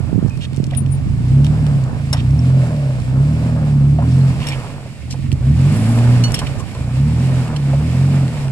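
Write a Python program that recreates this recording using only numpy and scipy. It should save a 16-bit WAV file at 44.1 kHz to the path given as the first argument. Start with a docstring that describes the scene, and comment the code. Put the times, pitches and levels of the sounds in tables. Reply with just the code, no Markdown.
"""A six-cylinder pickup crawls over rocks on a forest trail, a few metres from a phone with two microphone ports.
It starts near idle: wind buffets the right port, stones click under the tyres and a brake squeaks.
Then the engine revs and falls back, two cylinder banks puffing into a booming exhaust; the chassis knocks on rock.
It sinks to idle at 5 s, surges hardest just after 6 s with hard metal knocks, and revs on to the end.
Filtered noise makes gas roar, fan and tyre hiss, and wind; struck modes and noise bursts make the knocks."""
import sys
import numpy as np
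from scipy import signal
from scipy.fft import rfft, irfft, next_fast_len
from scipy.io import wavfile
from scipy.ndimage import uniform_filter1d, map_coordinates

SR = 44100
rng = np.random.default_rng(int(sys.argv[2]) if len(sys.argv) > 2 else 0)


def boost(x):
    """Linear amplitude factor 10**(x/20) for a level x in decibels (scalar or array-like)."""
    u = np.asarray(x, float) / 20
    return 10 ** u


def persist_wave(psi):
    """Save psi, clipped to +-1, as 16-bit WAV."""
    counts = np.round(np.clip(psi, -1, 1) * 32767).astype(np.int16)
    wavfile.write(sys.argv[1], SR, np.atleast_2d(counts).T)


N = 375291
TIME = np.arange(N) / SR


def level(x, db):
    """Set the rms level."""
    return x * boost(db) / np.sqrt(np.mean(x ** 2))


def curves(table):
    """Columns of a (t/s, ..) table, one value per sample."""
    s, *columns = np.transpose(table)
    return [np.interp(TIME, s, c) for c in columns]


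def colour(x, points):
    """Shape the spectrum by (f/Hz, gain/dB) points, joined on a log frequency axis."""
    size = next_fast_len(N)
    hz, db = np.transpose(points)
    bins_hz = np.arange(size // 2 + 1) * SR / size
    gain = boost(np.interp(np.log(bins_hz + 1), np.log(hz + 1), db))
    return irfft(rfft(x, size) * gain, size)[:N]


def band(x, hz, width):
    """Resonant band-pass, gain 1 at the centre."""
    return signal.lfilter(*signal.iirpeak(min(hz, .4 * SR), hz / width, SR), x)


def walk(rate):
    """Random levels held 1 / rate s and slewed twice; spread near 0.6."""
    k = int(SR / rate)
    held = np.repeat(rng.standard_normal(N // k + 1), k)
    return 0.82 * uniform_filter1d(uniform_filter1d(held, k), k)[:N]


def add(out, s, x, db):
    """Mix x in at time s with the given peak."""
    i = int(s * SR)
    out[i:i + len(x)] += (x * boost(db) / np.abs(x).max())[:N - i]


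def fade(t60):
    """Time axis and a decay of 60 dB over t60."""
    t = np.arange(int(t60 * SR)) / SR
    return t, np.exp(-np.log(1000) * t / t60)


def sluggish(x, lag_s):
    """Follow x with a time constant."""
    k = 1 / (max(lag_s, 1 / SR) * SR)
    return x[0] + signal.lfilter([k], [1, k - 1], x - x[0])


def revs():
    """Firing rate of one bank, rounded off by the flywheel, and its octaves above 35 Hz, the reference rate."""
    # engine speed: t/s, firing rate of one bank f/Hz
    bank_rate = [(0, 21), (.59, 22.2), (.88, 22.4), (1.02, 24.6), (1.45, 36.9), (1.56, 38.6), (1.7, 36),
                 (1.9, 29.8), (2.08, 26.8), (2.25, 31), (2.41, 41.6), (2.53, 45), (2.84, 33.8), (3.0, 30.3),
                 (3.14, 33), (3.33, 38.6), (3.46, 41), (3.65, 37), (3.82, 34.3), (3.97, 37.6), (4.2, 45.9),
                 (4.34, 40.8), (4.8, 22), (5.0, 18), (5.11, 22.6), (5.31, 21.5), (5.6, 44.8), (5.76, 53.3),
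                 (5.86, 56), (6.12, 61.5), (6.27, 58.4), (6.49, 33.8), (6.71, 25.6), (6.95, 32),
                 (7.13, 40.3), (7.25, 44.6), (7.41, 41.8), (7.59, 35.2), (7.72, 33.6), (7.91, 42.7),
                 (8.1, 47.1), (8.21, 45), (8.4, 34.8), (8.51, 31.9)]
    flywheel_s = .06
    hz = uniform_filter1d(curves(bank_rate)[0], int(flywheel_s * SR), mode="nearest")
    return hz, np.log2(hz / 35)


def buffets():
    """Single eddies pop on the port: a quick shove of the membrane that sags in pitch."""
    # eddies: t/s, peak level/dB before the colouring
    eddy_pops = [(.003, -8), (.09, -12), (.128, -2), (.146, -7), (.157, -3), (.178, -3), (.188, -2),
                 (.226, -4), (.247, -3), (.261, -5), (.37, -10), (.395, -11), (.525, -12), (.578, -8),
                 (.6, -4), (.632, -8), (.675, -10), (.82, -12), (1.075, -11), (1.32, -9), (1.4, -9),
                 (1.5, -10), (1.76, -10), (1.93, -11), (5.19, -14), (5.326, -8)]
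    pops = np.zeros(N)
    t, decay = fade(.07)
    sag_s = .004
    for s, peak_db in eddy_pops:
        extra_hz = rng.uniform(100, 450) * boost(peak_db / 2)
        # the extra pitch dies away and leaves 110 Hz
        cycles = extra_hz * sag_s * (1 - np.exp(-t / sag_s)) + 110 * t
        onset = np.minimum(t / .002, 1)
        add(pops, s, np.sin(2 * np.pi * cycles) * decay * onset, peak_db)
    return colour(pops, [(30, -12), (80, 0), (700, 0), (1400, -25), (4000, -50)])


def wind():
    """Turbulence rumbles and pops on the right port; the left is sheltered."""
    # rumble at the right port: t/s, level/dB before the gusts
    wind_level = [(0, -19), (.2, -18), (.5, -21), (.62, -19), (.95, -21), (1.1, -17), (1.3, -21),
                  (1.6, -21), (1.9, -21), (2.1, -26), (2.5, -25), (2.8, -34), (3.0, -22), (3.25, -28),
                  (3.6, -25), (4.1, -30), (4.4, -22), (4.9, -33), (5.3, -20), (5.6, -25), (6.0, -22),
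                  (6.45, -20), (7.05, -31), (7.35, -23), (7.6, -32), (8.51, -26)]
    # turbulence spectrum: f/Hz, level/dB per Hz
    gust_spectrum = [(20, -36), (45, -0.5), (100, 2), (150, -4), (300, -15), (600, -57), (1200, -36.5),
                     (3000, -96)]
    gusts_db, gusts_per_s = 1.5, 12
    db = curves(wind_level)[0] + gusts_db * walk(gusts_per_s)
    # each port has turbulence of its own
    lee, luff = (level(colour(rng.standard_normal(N) * boost(1.5 * walk(40)), gust_spectrum), 0)
                 for _ in range(2))
    return np.array([boost(db - 18.0) * lee, boost(db) * luff + buffets()])


def rush():
    """Gas roar, lightly gated by the firings, and hiss of fan and tyres: one direct, two scattered streams."""
    # spectra of gas roar and of hiss: f/Hz, level/dB per Hz
    roar_spectrum = [(180, 2), (300, 1.5), (356, -4), (399, -1.5), (481, -1), (612, -1), (1260, -10.5),
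                     (1800, -17), (2340, -51), (3960, -120)]
    hiss_spectrum = [(880, -30.5), (1500, 5), (1670, -2.5), (1820, 7.5), (1950, 2.5), (2150, 6.5),
                     (2650, 5), (3250, 0), (5200, -3), (6260, -14), (7250, -12.5), (8240, -17),
                     (15600, -37.5)]
    # at the reference rate: t/s, roar level/dB, hiss level/dB
    rush_level = [(0, -29.5, -48), (.55, -33.5, -48), (1.2, -35, -48.5), (1.75, -34, -48),
                  (2.3, -34.5, -48.5), (2.8, -35.5, -49), (3.3, -32.5, -48.5), (3.6, -33.5, -49),
                  (3.95, -36.5, -50.5), (4.5, -32.5, -45.5), (5.3, -36.5, -47), (5.62, -34.5, -46.5),
                  (5.76, -32.5, -43.5), (6.5, -34.5, -47.5), (7.0, -33.5, -45.5), (7.5, -32.5, -45.5),
                  (7.75, -32.5, -45), (8.51, -35, -47)]
    hz, octaves = revs()
    roar_db, hiss_db = curves(rush_level)
    # both grow with the revs, in dB per octave, and lag behind them
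    roar_db = roar_db + 10 * sluggish(octaves, lag_s=0.1)
    hiss_db = hiss_db + 7 * sluggish(octaves, lag_s=0.078)
    since_firing = 2 * np.cumsum(hz) / SR % 1  # fraction of a firing interval
    puffs = .8 + np.exp(-since_firing / .35)
    gate = puffs * boost(2.6 * walk(25) + 1.23 * walk(150))
    flicker = boost(1.96 * walk(18))
    streams = []
    for _ in range(3):
        roar = level(colour(gate * rng.standard_normal(N), roar_spectrum), 0)
        hiss = level(colour(flicker * rng.standard_normal(N), hiss_spectrum), 0)
        streams.append(boost(roar_db) * roar + boost(hiss_db) * hiss)
    return streams


def stones(out):
    """Stones click under the tyres: very short noise ticks in a broad band, with faint pebbles between."""
    # clicks: t/s, peak level/dB, centre f/Hz
    clicks = [(0.2768, -32, 7830), (.296, -30, 5000), (0.374, -30, 7000), (0.4219, -29, 2620),
              (.444, -28, 2500), (0.5322, -29, 2520), (.545, -30, 3500), (0.5631, -27, 5830),
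              (.571, -28, 5500), (0.6414, -21, 4500), (.6674, -29, 5240), (0.7103, -25, 2660),
              (0.7497, -23, 3200), (0.8624, -28, 2520), (1.4461, -20, 2850), (1.4666, -19, 2740),
              (1.6661, -20, 2570), (4.4034, -24, 2570), (4.5221, -22, 2630), (5.1103, -18, 5520),
              (5.1264, -21, 2610), (5.3178, -19, 2660), (5.3274, -22, 5410), (5.9888, -22, 2620),
              (6.2824, -25, 4310), (6.3076, -22, 2600), (6.3204, -14, 8000), (6.4692, -22, 2510),
              (6.5989, -28, 5980), (6.7496, -25, 3500), (7.3567, -27, 2750), (7.4794, -27, 2580),
              (7.5642, -23, 2400), (8.28, -27, 3000), (8.4821, -26, 2510)]
    t, decay = fade(.008)
    # 14 faint pebbles at random moments
    pebbles = [(a * N / SR, -34 + 4 * b, 2500 * 2.5 ** c) for a, b, c in rng.random((14, 3))]
    for s, db, hz in [*clicks, *pebbles]:
        tick = (.5 * rng.standard_normal(len(t)) + 3 * (t == 0)) * decay
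        add(out, s, band(tick, hz, .8 * hz) + .12 * band(tick, 7000, 9000), db)


def thumps(out):
    """Blows and creaks of body, springs and axles: a decaying noise push rings a resonance."""
    # blows: t/s, peak level/dB, ring f/Hz, width/Hz of the first filter, t60/s of the push
    blows = [(.3, -41, 2500, 120, .3), (.72, -26, 650, 150, .09), (.735, -29, 1870, 350, .04),
             (2.128, -17, 800, 700, .18), (2.391, -34, 5420, 500, .02), (2.632, -24, 600, 200, .1),
             (3.362, -25, 520, 200, .06), (3.985, -14, 680, 200, .15), (4.02, -24, 1000, 200, .06),
             (4.205, -43, 4200, 100, .2), (4.515, -27, 2250, 200, .08), (4.857, -29, 570, 150, .06),
             (5.14, -25, 600, 200, .07), (6.162, -21, 700, 400, .025), (6.416, -20, 1000, 300, .07),
             (6.6, -30, 1070, 90, .16), (6.749, -30, 1040, 110, .1), (7.731, -16, 620, 220, .14)]
    for s, db, hz, width, t60 in blows:
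        t, decay = fade(t60)
        push = rng.standard_normal(SR // 2)[:len(t)] * decay
        # a soft contact leaves no treble
        add(out, s, band(band(push, hz, width), hz, 2 * width), db)


def ring(modes, crack):
    """Struck metal: a broad crack, then decaying modes with chance in strength and phase."""
    t = np.arange(int(.25 * SR)) / SR
    chance = rng.random((len(modes), 2))
    tone = np.zeros(len(t))
    for (hz, db, t60), (a, b) in zip(modes, chance):
        decay = np.exp(-np.log(1000) * t / t60)
        tone += boost(db + 2.5 * a) * np.sin(2 * np.pi * (hz * t + b)) * decay
    above_thud = signal.butter(2, 1500, "high", fs=SR)
    burst = signal.lfilter(*above_thud, rng.standard_normal(len(t)))
    return tone + crack * burst * np.exp(-t / .007)


def knocks(out):
    """Metal strikes rock: the frame rings after a hard crack, a shackle once with a softer one."""
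    # frame hits: t/s, peak level/dB
    frame_hits = [(2.129, -10), (4.469, -18), (4.486, -19), (6.3425, -7), (6.3905, -15)]
    # modes of frame and shackle: f/Hz, level/dB before the chance rise, t60/s
    frame_modes = [(2160, -6, .04), (2900, -8, .03), (3900, -4, .025), (4834, -8, .03), (5416, 0, .045),
                   (6826, -9, .025), (8400, -7, .03), (9600, -6, .03), (13140, -10, .03)]
    shackle_modes = [(2950, -10, .18), (4328, -4, .12), (5879, -4, .09), (7041, -14, .15), (9561, -20, .1)]
    for s, db in frame_hits:
        add(out, s, ring(frame_modes, crack=1.5), db)
    add(out, 6.238, ring(shackle_modes, crack=.6), -16)


def grinds(out):
    """Gravel grinds under a slipping tyre and something rattles near 600 Hz: dense grains of very uneven size,
    in a band that narrows as its centre falls."""
    # slips: start t/s, length/s, rms level/dB before fading in and out, centre f/Hz
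    slips = [(0.278, 0.0099, -41, 5000), (0.403, 0.063, -42.5, 3000), (0.696, 0.1, -50, 2500),
             (1.436, .035, -45, 3500), (2.141, 0.04, -44, 1600), (2.16, 0.057, -40, 2700),
             (2.523, 0.48, -36.5, 584), (2.659, 0.027, -48, 6040), (3.4, 0.24, -37, 606),
             (4.076, .12, -52, 4960), (4.399, 0.16, -40, 2200), (4.4, 0.277, -40, 1020),
             (5.096, 0.049, -42, 4860), (5.714, .28, -44.5, 9500), (6.339, 0.075, -38, 3300),
             (6.462, 0.02, -32, 2480), (6.579, 0.038, -43, 7000), (7.558, 0.014, -30, 3570)]
    grains = rng.standard_normal(N) * boost(4.0 * walk(300))
    edge_s = .012
    for s, length, db, hz in slips:
        shape = np.clip(np.minimum((TIME - s) / edge_s, (s + length - TIME) / edge_s), 0, 1)
        narrow = band(grains, hz, min(.6, hz / 3500) * hz)
        out += shape * level(band(narrow, hz, min(2.0, hz / 1500) * hz), db)


def trail():
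    """Clicks, blows, knocks and grinding of wheels and chassis on the rocks, under one overall colour."""
    out = np.zeros(N)
    stones(out)
    thumps(out)
    knocks(out)
    grinds(out)
    return colour(out, [(10, 0), (1200, 0), (2500, 4), (5500, 3), (8000, -1), (11000, -4), (16000, -18)])


def brake():
    """Pad and disc sing a falling tone of wavering strength."""
    # squeaks: peak t/s, peak level/dB before the waver, attack/s over 60 dB, t60/s, f/Hz at the peak
    squeaks = [(.774, -14, .014, .06, 9720), (.803, -31, .01, .05, 9650), (.925, -29, .05, .09, 9650)]
    sag_hz_per_s = 3500
    out = np.zeros(N)
    for s, peak_db, attack, t60, hz in squeaks:
        t = TIME - s
        db = peak_db - 60 * np.where(t < 0, -t / attack, t / t60)
        tone = np.sin(2 * np.pi * (hz - sag_hz_per_s * t / 2) * t)
        out += boost(db + 3.2 * walk(300)) * tone
    return out


def exhaust():
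    """The banks fire in turn, one stronger; puffs and gas turbulence ring the pipe."""
    # firings: t/s, strength level/dB before a fixed gain
    throttle = [(0, -23), (.55, -25), (.76, -15), (.93, -14.5), (1.0, -20), (1.37, -9.5), (1.71, -11.5),
                (1.9, -20.5), (2.3, -10.5), (2.58, -11), (2.74, -14.5), (3.03, -19), (3.19, -11),
                (3.59, -11.5), (3.9, -10), (4.26, -9.5), (4.45, -21.5), (4.6, -24.5), (4.99, -28),
                (5.2, -20.5), (5.3, -16.5), (5.39, -17.5), (5.48, -9), (5.93, -8), (6.22, -11.5),
                (6.5, -23.5), (6.62, -28.5), (6.76, -22), (7.02, -12), (7.33, -11.5), (7.49, -17.5),
                (7.75, -13), (8.04, -9.5), (8.2, -10), (8.34, -18.5), (8.51, -20)]
    # bank against bank: t/s, level/dB of the alternating part of the puffs against the common part
    imbalance = [(0, -8), (.58, -11), (.7, -10), (1.1, -1.5), (2.4, -2), (4.2, -3.5), (4.95, -20),
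                 (5.25, -10), (5.7, -3.5), (6.0, -28), (6.2, 2), (6.5, -23), (6.8, -4), (8.51, -6)]
    # scatter of the firings, high at idle and on the overrun: t/s, level/dB
    unevenness = [(0, 3), (.6, 2), (1.2, .7), (4.3, .7), (4.45, 2.5), (5.3, 2), (5.5, .8), (6.25, .8),
                  (6.35, 4), (6.75, 3), (6.95, .6), (8.51, .6)]
    # pipe modes: f/Hz, width/Hz of the first filter, level/dB
    pipe_modes = [(78.7, 37.6, 3.5), (134.3, 24.65, 17), (229.8, 61.5, -5.5)]
    hz, octaves = revs()
    (throttle_db,), (imbalance_db,), (scatter_db,) = curves(throttle), curves(imbalance), curves(unevenness)
    # lowest mode: -16.5 dB per octave of revs, no further gain below -0.37 octaves,
    # and 3 dB per octave-a-second of acceleration
    accel = np.clip(np.gradient(octaves) * SR, -1.8, 2.6)
    boom_db = -1 - 16.5 * np.maximum(octaves, -0.37) + 3 * accel
    at = np.flatnonzero(np.diff(np.floor(2 * np.cumsum(hz) / SR)))  # samples at which a bank fires
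    burn, timing = rng.standard_normal((N // 200, 2))[:len(at)].T
    # an uneven burn is also a little early or late
    shift = (0.00026 * SR * scatter_db[at] * timing).astype(int)
    when = np.clip(at + shift, 0, N - 1)
    common, odd = np.zeros((2, N))
    common[when] = boost(throttle_db[at] + 37.0 + scatter_db[at] * burn)
    odd[when] = common[when] * boost(imbalance_db[at]) * (-1.) ** np.arange(len(at))
    eddies = boost(throttle_db - 11) * rng.standard_normal(N)
    # the top mode sits behind the junction, where the banks have evened out and eddies dominate
    drives = boost(boom_db) * (common + odd), -(common + odd + eddies), common + boost(25.5) * eddies
    return sum(boost(db) * band(band(x, f, w), f, 1.465 * w) for x, (f, w, db) in zip(drives, pipe_modes))


def scatter(x, t60):
    """Ground and trunks return a short wash, different at each port."""
    t, decay = fade(t60)
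    tails = rng.standard_normal((2, SR // 2))[:, :len(t)] * decay
    thin = colour(x, [(100, -37), (500, -26.0), (2000, 15), (16000, 18.0)])
    return np.array([signal.fftconvolve(thin, k / np.sqrt(np.sum(k ** 2)))[:N] for k in tails])


def scene():
    """Direct sound reaches the left port first; each port has its own colour."""
    # the right port hears the truck later as it moves round: t/s, lag/ms
    port_lag = [(0, 0.14), (3, 0.2), (4.3, 0.16), (5.2, 0.068), (6.2, 0.11), (8.51, 0.086)]
    # port colours: f/Hz, left minus right level/dB
    port_colour = [(60, -1), (110, -1.5), (200, -1), (380, -1.5), (700, -1.5), (1290, 0), (2380, -6.5),
                   (4400, -6), (8120, 17), (15000, 4)]
    steady, *scattered = rush()
    hits = trail() + brake()
    direct = exhaust() + steady + hits
    lag_ms, = curves(port_lag)
    late = map_coordinates(direct, [np.arange(N) - lag_ms * SR / 1000], order=3, mode="nearest")
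    # long waves reach both ports alike, so the scattered streams are thin in the bass
    thinning = [(300, -27.5), (1000, -8.0), (2000, 2.0), (4000, 1.5), (9000, 14), (13000, 15.5)]
    wash = np.array([colour(x, thinning) for x in scattered])
    echo = scatter(hits, t60=.03)
    left, right = np.array([direct, late]) + boost(1) * wash + boost(-19) * echo
    hz, db = np.transpose(port_colour)
    return np.array([colour(left, np.c_[hz, db / 2]), colour(right, np.c_[hz, -db / 2])]) + wind()


def top_cut(x):
    """Nothing passes above the cut-off."""
    return signal.sosfilt(signal.butter(12, 15710, fs=SR, output="sos"), x)


def record(dry):
    """The phone rounds the loudest peaks."""
    rounded = np.tanh(0.81 * dry) / 0.78
    return top_cut(rounded)


dry = scene()
out = record(dry)
persist_wave(out)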